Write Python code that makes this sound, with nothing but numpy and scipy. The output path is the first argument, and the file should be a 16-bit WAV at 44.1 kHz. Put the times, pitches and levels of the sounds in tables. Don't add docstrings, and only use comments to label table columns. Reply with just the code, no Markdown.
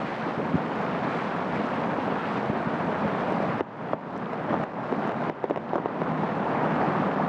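import sys
import numpy as np
from scipy import signal
from scipy.fft import rfft, irfft
from scipy.io import wavfile
from scipy.ndimage import uniform_filter1d

SR = 44100
rng = np.random.default_rng(int(sys.argv[2]) if len(sys.argv) > 2 else 0)


def to_wav(s):
    ch = np.atleast_2d(s).T
    pcm = np.round(np.clip(ch, -1, 1) * 32767)
    wavfile.write(sys.argv[1], SR, pcm.astype(np.int16))


def ratio_of_db(decibels):
    return 10 ** (np.asarray(decibels, float) / 20)


N = 321048


def evened(x):
    return x / np.sqrt(np.mean(x ** 2) + 1e-20)


def add(mix, s, sound):
    part = mix[round(s * SR):][:len(sound)]
    part += sound[:len(part)]


def band(x, lo_hz, hi_hz):
    return signal.sosfilt(signal.butter(2, [lo_hz, hi_hz], "bandpass", fs=SR, output="sos"), x)


def drift(first, second):
    return evened(uniform_filter1d(uniform_filter1d(rng.standard_normal(N), first), second))


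def bumps_db(rows, t):
    return sum(db * np.exp(-((t - s) / length) ** 2) for s, length, db in rows)


# (middle t/s, length t/s, pitch f/Hz, level over the rain/dB)
ENGINE_ORDERS = [(6.2, .3, 159, -1), (6.95, .45, 158, -4), (6.25, .18, 198, -3), (7.12, .25, 200, -3),
                 (6.05, .06, 152, -4), (7.23, .05, 262, -4), (6.78, .07, 248, -3), (6.18, .06, 248, -5),
                 (2.88, .22, 166, -3), (3.48, .16, 122, -8), (1.45, .12, 247, -7), (4.75, .25, 120, -13),
                 (2.35, .15, 127, -11), (3.75, .1, 118, -11), (3.05, .06, 212, -4), (.9, .12, 95, -16)]
WAVER_HZ = 1.3


def engine(t):
    waver = WAVER_HZ * drift(5000, 3000)
    tones = 0
    for s, length, hz, db in ENGINE_ORDERS:
        turns = np.cumsum(hz + waver * hz / 160) / SR
        tones = tones + ratio_of_db(db) * np.exp(-((t - s) / length) ** 2) * np.sin(2 * np.pi * turns)
    return tones


# (middle t/s, length t/s, lift level/dB)
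TRAFFIC_PASSES = [(2.899, 0.58, 1.5), (4.6, 0.05, 3.5), (6.7, 0.089, 3.5), (7.0, 0.38, -1), (6.4, 0.11, 4),
                  (0.5, .12, 4), (1.4, 0.2, 0), (2.4, 0.14, -1.5), (4.7, 0.11, -3), (3.23, .1, -2),
                  (0.78, .08, -1), (1.07, .06, 1.5), (6.62, .15, -3.5), (6.4, .12, -3), (2.63, .03, -3),
                  (3.02, .02, -3), (5.6, .06, 2.5)]
RUMBLE_DB = -1.5
DRONE_HZ, DRONE_WIDTH_HZ, DRONE_DB = 165, 12, -17


def rumble_layer(low_rain, t):
    hum = band(rng.standard_normal(N), DRONE_HZ - DRONE_WIDTH_HZ, DRONE_HZ + DRONE_WIDTH_HZ)
    rumble = evened(low_rain) + ratio_of_db(DRONE_DB) * evened(hum)
    return evened(rumble) * ratio_of_db(RUMBLE_DB + bumps_db(TRAFFIC_PASSES, t) + 0.74)


# (middle t/s, length t/s, lift level/dB)
LEAF_GUSTS = [(0.05, 0.22, 2), (1.166, 0.1, 3), (1.65, 0.12, 1), (2.3, 0.25, 2), (3.3, 0.26, 1),
              (2.7, 0.047, 2.5), (4.9, 0.066, 2), (5.2, 0.27, 1), (6.82, .05, -2), (7.15, .1, -0.5),
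              (5.4, .03, 0.5), (0.83, 0.14, 0), (0.76, .05, 0.5), (1.29, .06, 2.5), (2.3, .06, 2.5),
              (1.92, 0.046, -0.5), (2.7, .04, -0.5), (2.7, .04, -2), (2.6, .04, 1.5), (2.27, .06, -2),
              (6.6, .06, -2)]
FIZZ_DB = -11
TURN_S, SHADE_DB = 4.65, -5.5


def fizz_layer(high_rain, t):
    fizz_db = FIZZ_DB + SHADE_DB * np.minimum(t / TURN_S, 1) + bumps_db(LEAF_GUSTS, t)
    return evened(high_rain) * ratio_of_db(fizz_db + 3.0)


def wash():
    frames = N // 64 + 8
    a, b, patches, flicker = rng.standard_normal((frames, 129, 4)).T
    patches = evened(uniform_filter1d(uniform_filter1d(patches, 4, 0), 50, 1))
    flicker = evened(uniform_filter1d(uniform_filter1d(flicker, 60, 0), 12, 1))
    z = (a + 1j * b) * ratio_of_db(1.0 * patches + 0.67 * flicker)
    return evened(signal.istft(z, nperseg=256, noverlap=192)[1][:N])


PATTER_PER_S, PATTER_SPREAD_DB, PATTER_DB = 1500, 3, -6


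def patter():
    landed = rng.random(N) < PATTER_PER_S / SR
    size = ratio_of_db(PATTER_SPREAD_DB * np.minimum(rng.exponential(1, N), 2.8)) * landed
    leaf, out = rng.integers(0, 24, N), np.zeros(N)
    for k, hz in enumerate(np.geomspace(300, 12000, num=24)):
        turns = np.arange(0, 5, hz / SR)
        wavelet = turns * np.exp(-turns / 0.45) * np.sin(2 * np.pi * turns)
        out += signal.oaconvolve(size * (leaf == k), wavelet * hz / 12000)[:N]
    return evened(out)


# (f/Hz, level per Hz/dB)
MUFFLED_COLOUR = [(25.0, -38), (50.0, -24), (100.0, -9.5), (155.0, 2.35), (230.0, 3.5), (330.0, -3),
                  (650.0, -1), (1000.0, -3.5), (1600.0, -12.5), (2600.0, -25.5), (4500.0, -40.5),
                  (7500.0, -55.5), (11000.0, -67), (14300.0, -79)]


def muffle(x):
    hz, db = np.transpose(MUFFLED_COLOUR)
    half = np.interp(np.log(np.fft.rfftfreq(8192, 1 / SR) + 1), np.log(hz + 1), db)
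    log_gain = np.log(ratio_of_db(np.maximum(half, -110)))
    circle = np.r_[log_gain, log_gain[-2:0:-1]]
    taps = np.fft.ifft(np.exp(np.conj(signal.hilbert(circle)))).real[:4096]
    return signal.oaconvolve(np.r_[x[-4096:], x], taps)[4096:4096 + len(x)]


# (t/s, drop level/dB)
GAIN_TRIPS = [
    (3.61, 15),
    (3.938, 15),
    (4.639, 9),
    (5.298, 14),
    (5.445, 12),
    (5.512, 7.5),
    (5.58, 11.5),
    (5.785, 10.5),
    (5.862, 10),
]
DUCK_FALL_S, DUCK_RELEASE_S = 0.0045, 0.4


def ducking_db(t):
    s, drop_db = np.transpose(GAIN_TRIPS)[:, :, None]
    since = np.maximum(t - s, 0)
    dips = drop_db * np.minimum(since / DUCK_FALL_S, 1) * np.exp(-since / DUCK_RELEASE_S)
    return -np.max(dips, axis=0)


# (t/s, rain level/dB)
SHOWER_LEVEL = [(0.0, -35.5), (0.4, -35.5), (0.7, -34.5), (0.95, -33.5), (1.5, -32.5), (2.05, -33),
                (2.45, -33), (3.3, -31.5), (3.7, -32.5), (3.85, -31), (4.15, -29.5), (4.5, -31), (5.0, -31),
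                (5.7, -29.5), (6.3, -28), (6.75, -28.5), (7.27, -31)]
# (middle t/s, length t/s, lift level/dB)
CLUMPS_AND_LULLS = [(.4, 0.04, -0.5), (.85, 0.048, 1.5), (1.3, 0.062, -2.5), (1.45, 0.055, -1),
                    (2.6, 0.11, -1.5), (3.9, .04, 1.5), (6.4, .08, -2), (4.73, .008, -3), (7.159, .006, -2),
                    (2.525, .006, -3.5), (3.601, .004, -2), (3.3, 0.016, 1.5), (3.82, 0.022, 1),
                    (4.52, 0.035, 3), (5.05, 0.059, 2), (5.15, 0.052, -2.5), (5.55, 0.054, -1.5),
                    (6.62, .05, 1.5), (6.82, 0.041, 2), (7.27, .05, 0)]
FLUTTER_DB, FLUTTER_S = 0.17, 0.028


def shower_db(t):
    clump = round(FLUTTER_S * SR)
    swell_db = np.interp(t, *np.transpose(SHOWER_LEVEL))
    flutter_db = FLUTTER_DB * drift(clump, clump // 2)
    return swell_db + ducking_db(t) + bumps_db(CLUMPS_AND_LULLS, t) + flutter_db


def rain():
    t = np.arange(N) / SR
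    full = muffle(wash() + ratio_of_db(PATTER_DB) * patter())
    hz, spectrum = np.fft.rfftfreq(N, 1 / SR), rfft(full)
    low = 1 / (1 + (hz / 330) ** 4)
    high = 1 / (1 + (1900 / (hz + 1)) ** 4)
    low_rain, high_rain = irfft(spectrum * low, N), irfft(spectrum * high, N)
    body = evened(full - low_rain - high_rain) * ratio_of_db(1.5)
    layers = body + rumble_layer(low_rain, t) + fizz_layer(high_rain, t) + engine(t)
    return layers * ratio_of_db(shower_db(t))


def splash(db, hz, rough):
    t = np.arange(len(rough)) / SR
    spray = band(band(rough, 0.62 * hz, min(1.08 * hz, 20000)), 0.6 * hz, min(1.5 * hz, 20000))
    return ratio_of_db(db - 2.5 - 60 * t / 0.0094) * np.minimum(t / 0.0006, 1) * evened(spray)


# (t/s, peak level/dB, pitch f/Hz)
LOOSE_SPLASHES = [(0.7547, -50, 7000), (1.5584, -48, 7000), (1.7644, -53, 7000), (2.789, -55, 9500),
                  (2.86, -61, 10000), (3.3223, -48, 7000), (3.3553, -53, 7000), (3.912, -58, 8500),
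                  (4.1031, -58, 7000), (4.1764, -49, 7200), (4.258, -37, 3200), (4.636, -49, 7000),
                  (5.075, -51, 6800), (5.2639, -58, 7000), (5.4984, -50, 7000), (5.692, -38, 3220),
                  (5.747, -48, 4200), (6.6528, -57, 7000), (7.023, -58, 8500), (7.098, -54, 6000),
                  (1.519, -62, 8500), (1.903, -63, 8500), (2.052, -60, 8800), (3.913, -71, 12500),
                  (3.932, -72, 12000), (4.068, -72, 11000), (4.176, -75, 12500), (4.592, -64, 9400),
                  (4.637, -76, 12000), (5.074, -59, 9500), (6.97, -64, 8500), (1.102, -35, 2900),
                  (1.236, -42, 2950), (1.53, -41, 3080), (1.702, -37, 2600), (.751, -41, 2600),
                  (.999, -42, 2930), (.629, -43, 3040), (5.859, -40.5, 3750), (6.017, -26, 2100),
                  (3.933, -37, 2800), (5.51, -33, 3000), (5.756, -37, 3700), (1.103, -46, 4300),
                  (1.5544, -29, 1700), (2.1186, -30, 1700), (.3017, -33, 1700), (1.1233, -33, 1800),
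                  (3.0604, -32, 1700), (3.607, -36, 2800), (5.455, -44, 3200), (2.5, -38, 2700),
                  (5.442, -45, 5200), (5.757, -47, 5800)]


def loose_splashes():
    out = np.zeros(N)
    for s, db, hz in LOOSE_SPLASHES:
        add(out, s, splash(db, hz, rng.standard_normal(900)))
    return out


def rib(db, hz):
    t = np.arange(2200) / SR
    decay = ratio_of_db(db - 60 * t * hz / 9.2)
    ring = decay * np.minimum(t / 0.00078, 1) * np.sin(2 * np.pi * hz * t)
    return band(ring, 0.35 * hz, 1.9 * hz)


# (t/s, peak level/dB, pitch f/Hz)
RIB_RINGS = [(3.609, -26, 500), (3.9341, -20.5, 300), (3.935, -25.5, 160), (4.542, -28, 210),
             (4.926, -13, 425), (5.095, -35, 600), (5.3014, -26, 290), (5.4422, -17, 394), (5.5, -18, 330),
             (5.51, -24, 440), (5.521, -27, 300), (5.5626, -22, 450), (5.575, -30, 600),
             (5.758, -11.5, 358), (5.782, -23, 385), (5.867, -23, 420), (6.018, -18.5, 380),
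             (0.44, -27, 220), (.5545, -26, 200), (2.499, -30, 300), (.394, -25, 390), (0.4, -21, 410),
             (3.611, -24, 240), (3.609, -37, 95), (.3985, -18, 460), (.386, -24, 430), (2.668, -21, 190),
             (4.9255, -22, 600), (2.5345, -26, 380), (6.2, -21, 420), (5.5745, -27, 440), (.265, -19, 370),
             (.272, -24, 790), (6.575, -22, 260), (6.695, -21, 270), (2.512, -22, 270)]


def canopy_ribs():
    out = np.zeros(N)
    for s, db, hz in RIB_RINGS:
        add(out, s, rib(db, hz))
    return out


# (f/Hz, width f/Hz, level/dB)
CLOTH_MODES = [
    (1890, 600, 6.5),
    (2800, 420, 1),
    (3700, 380, -6),
    (5250, 600, -14),
    (6500, 900, -23),
]
CATCH_DB, TAUT_HZ = 4.0, 650


def canopy_knock(hz, t60, rough, t):
    swing = 0.78 / hz
    after = np.maximum(t - swing, 0)
    taut = min(hz / TAUT_HZ, 1)
    sag = 0.52 * taut * (1 - np.exp(-after / (0.6 * swing)))
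    turns = np.cumsum(hz * (0.97 - sag)) / SR
    rise = np.minimum(t / (0.54 * swing), 1) ** 1.1
    catch_db = CATCH_DB * taut * np.clip(after / (0.49 * swing), 0, 1)
    knock = np.sin(2 * np.pi * turns) * rise * ratio_of_db(-60 * after / t60 - catch_db)
    rattle = evened(band(band(rough, 0.29 * hz, 1.07 * hz), 0.25 * hz, 1.9 * hz))
    rattle = rattle * ratio_of_db(-14.5 - 60 * t / 0.07) * np.minimum(t / 0.0018, 1)
    return band(knock + rattle, 0.14 * hz, 5.5 * hz)


def cloth_tick(rough):
    burst = signal.windows.hann(round(0.0009 * SR))
    splat = np.zeros(len(rough))
    splat[:len(burst)] = rough[::-1][:len(burst)] * burst + 3.0 * burst ** 40
    tick = 0
    for k, (hz, width, db) in enumerate(CLOTH_MODES):
        tick = tick + (-1) ** k * ratio_of_db(db) * band(splat, hz - width / 2, hz + width / 2)
    return tick / abs(tick).max()


# (t/s, peak level/dB, canopy pitch f/Hz, tick relative to the knock
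# level/dB)
CANOPY_DRIPS = [(3.4035, -18, 562, -30), (3.6082, -12, 700, -21), (3.9341, -9, 770, -32),
                (4.166, -25, 390, -17), (4.3333, -19.5, 845, -17), (4.542, -9, 780, -32),
                (4.638, -17, 900, -18), (4.9254, -13, 665, -30), (5.076, -19, 820, -18),
                (5.0941, -15.5, 616, -22), (5.1196, -22, 714, -14), (5.2983, -11, 673, -22),
                (5.442, -10.5, 594, -25), (5.4993, -17, 834, -24), (5.5093, -10, 604, -29),
                (5.561, -16, 717, -17.5), (5.57480, -16, 652, -24), (5.734, -11, 617, -28),
                (5.7568, -10, 840, -39), (5.7822, -16, 840, -32), (5.8592, -10.5, 723, -34),
                (6.018, -14, 906, -21.5),
                (0.047, -24, 200, -40), (0.379, -22, 199, -40), (0.393, -21, 440, -37),
                 (0.405, -19, 440, -28), (0.5447, -17, 190, -35), (0.5557, -11, 205, -40),
                 (2.5005, -13.5, 210, -34), (2.5338, -15.5, 600, -37), (3.058, -19, 200, -40),
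                 (4.9245, -20, 617, -17), (5.742, -20, 590, -26), (5.868, -24, 523, -26),
                 (0.877, -28, 840, -30), (1.05, -26, 545, -32), (1.881, -24, 890, -30),
                 (1.987, -18, 575, -30), (2.45, -22, 525, -28), (2.897, -21, 845, -30),
                 (3.323, -15, 530, -30), (3.814, -26, 660, -27), (4.4, -25, 593, -31),
                 (4.496, -24, 600, -31.5), (4.601, -29, 900, -27), (6.238, -17, 510, -24),
                 (7.095, -23, 410, -30), (7.161, -19, 690, -28)]
RING_CYCLES, HARD_DB, RING_PER_DB = 6.0, -10, -0.03
SPRAY_DB, SPRAY_HZ, SPRAY_LEAD_S = -19.5, 7000, 0.0011


def canopy_drips():
    out, t = np.zeros(N), np.arange(2200) / SR
    for s, db, hz, tick_db in CANOPY_DRIPS:
        rough = rng.standard_normal(2200)
        t60 = RING_CYCLES / hz * ratio_of_db(RING_PER_DB * (HARD_DB - db))
        drip = canopy_knock(hz, t60, rough, t) + ratio_of_db(tick_db + 6.0) * cloth_tick(rough)
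        add(out, s - 0.78 / hz, ratio_of_db(db) * drip)
        add(out, s - SPRAY_LEAD_S, splash(db + tick_db + SPRAY_DB, SPRAY_HZ, rough[:900]))
    return out


def scene():
    close = loose_splashes() + canopy_ribs() + canopy_drips()
    return (rain() + band(close, 75, 19000))[None]


def roll_off(x):
    return signal.sosfilt(signal.butter(12, 14250, fs=SR, output="sos"), x)


def record(dry):
    ease = np.sin(np.pi / 2 * np.minimum(np.arange(N) / 44, 1)) ** 2
    return roll_off(dry * ease)


dry = scene()
out = record(dry)
to_wav(out)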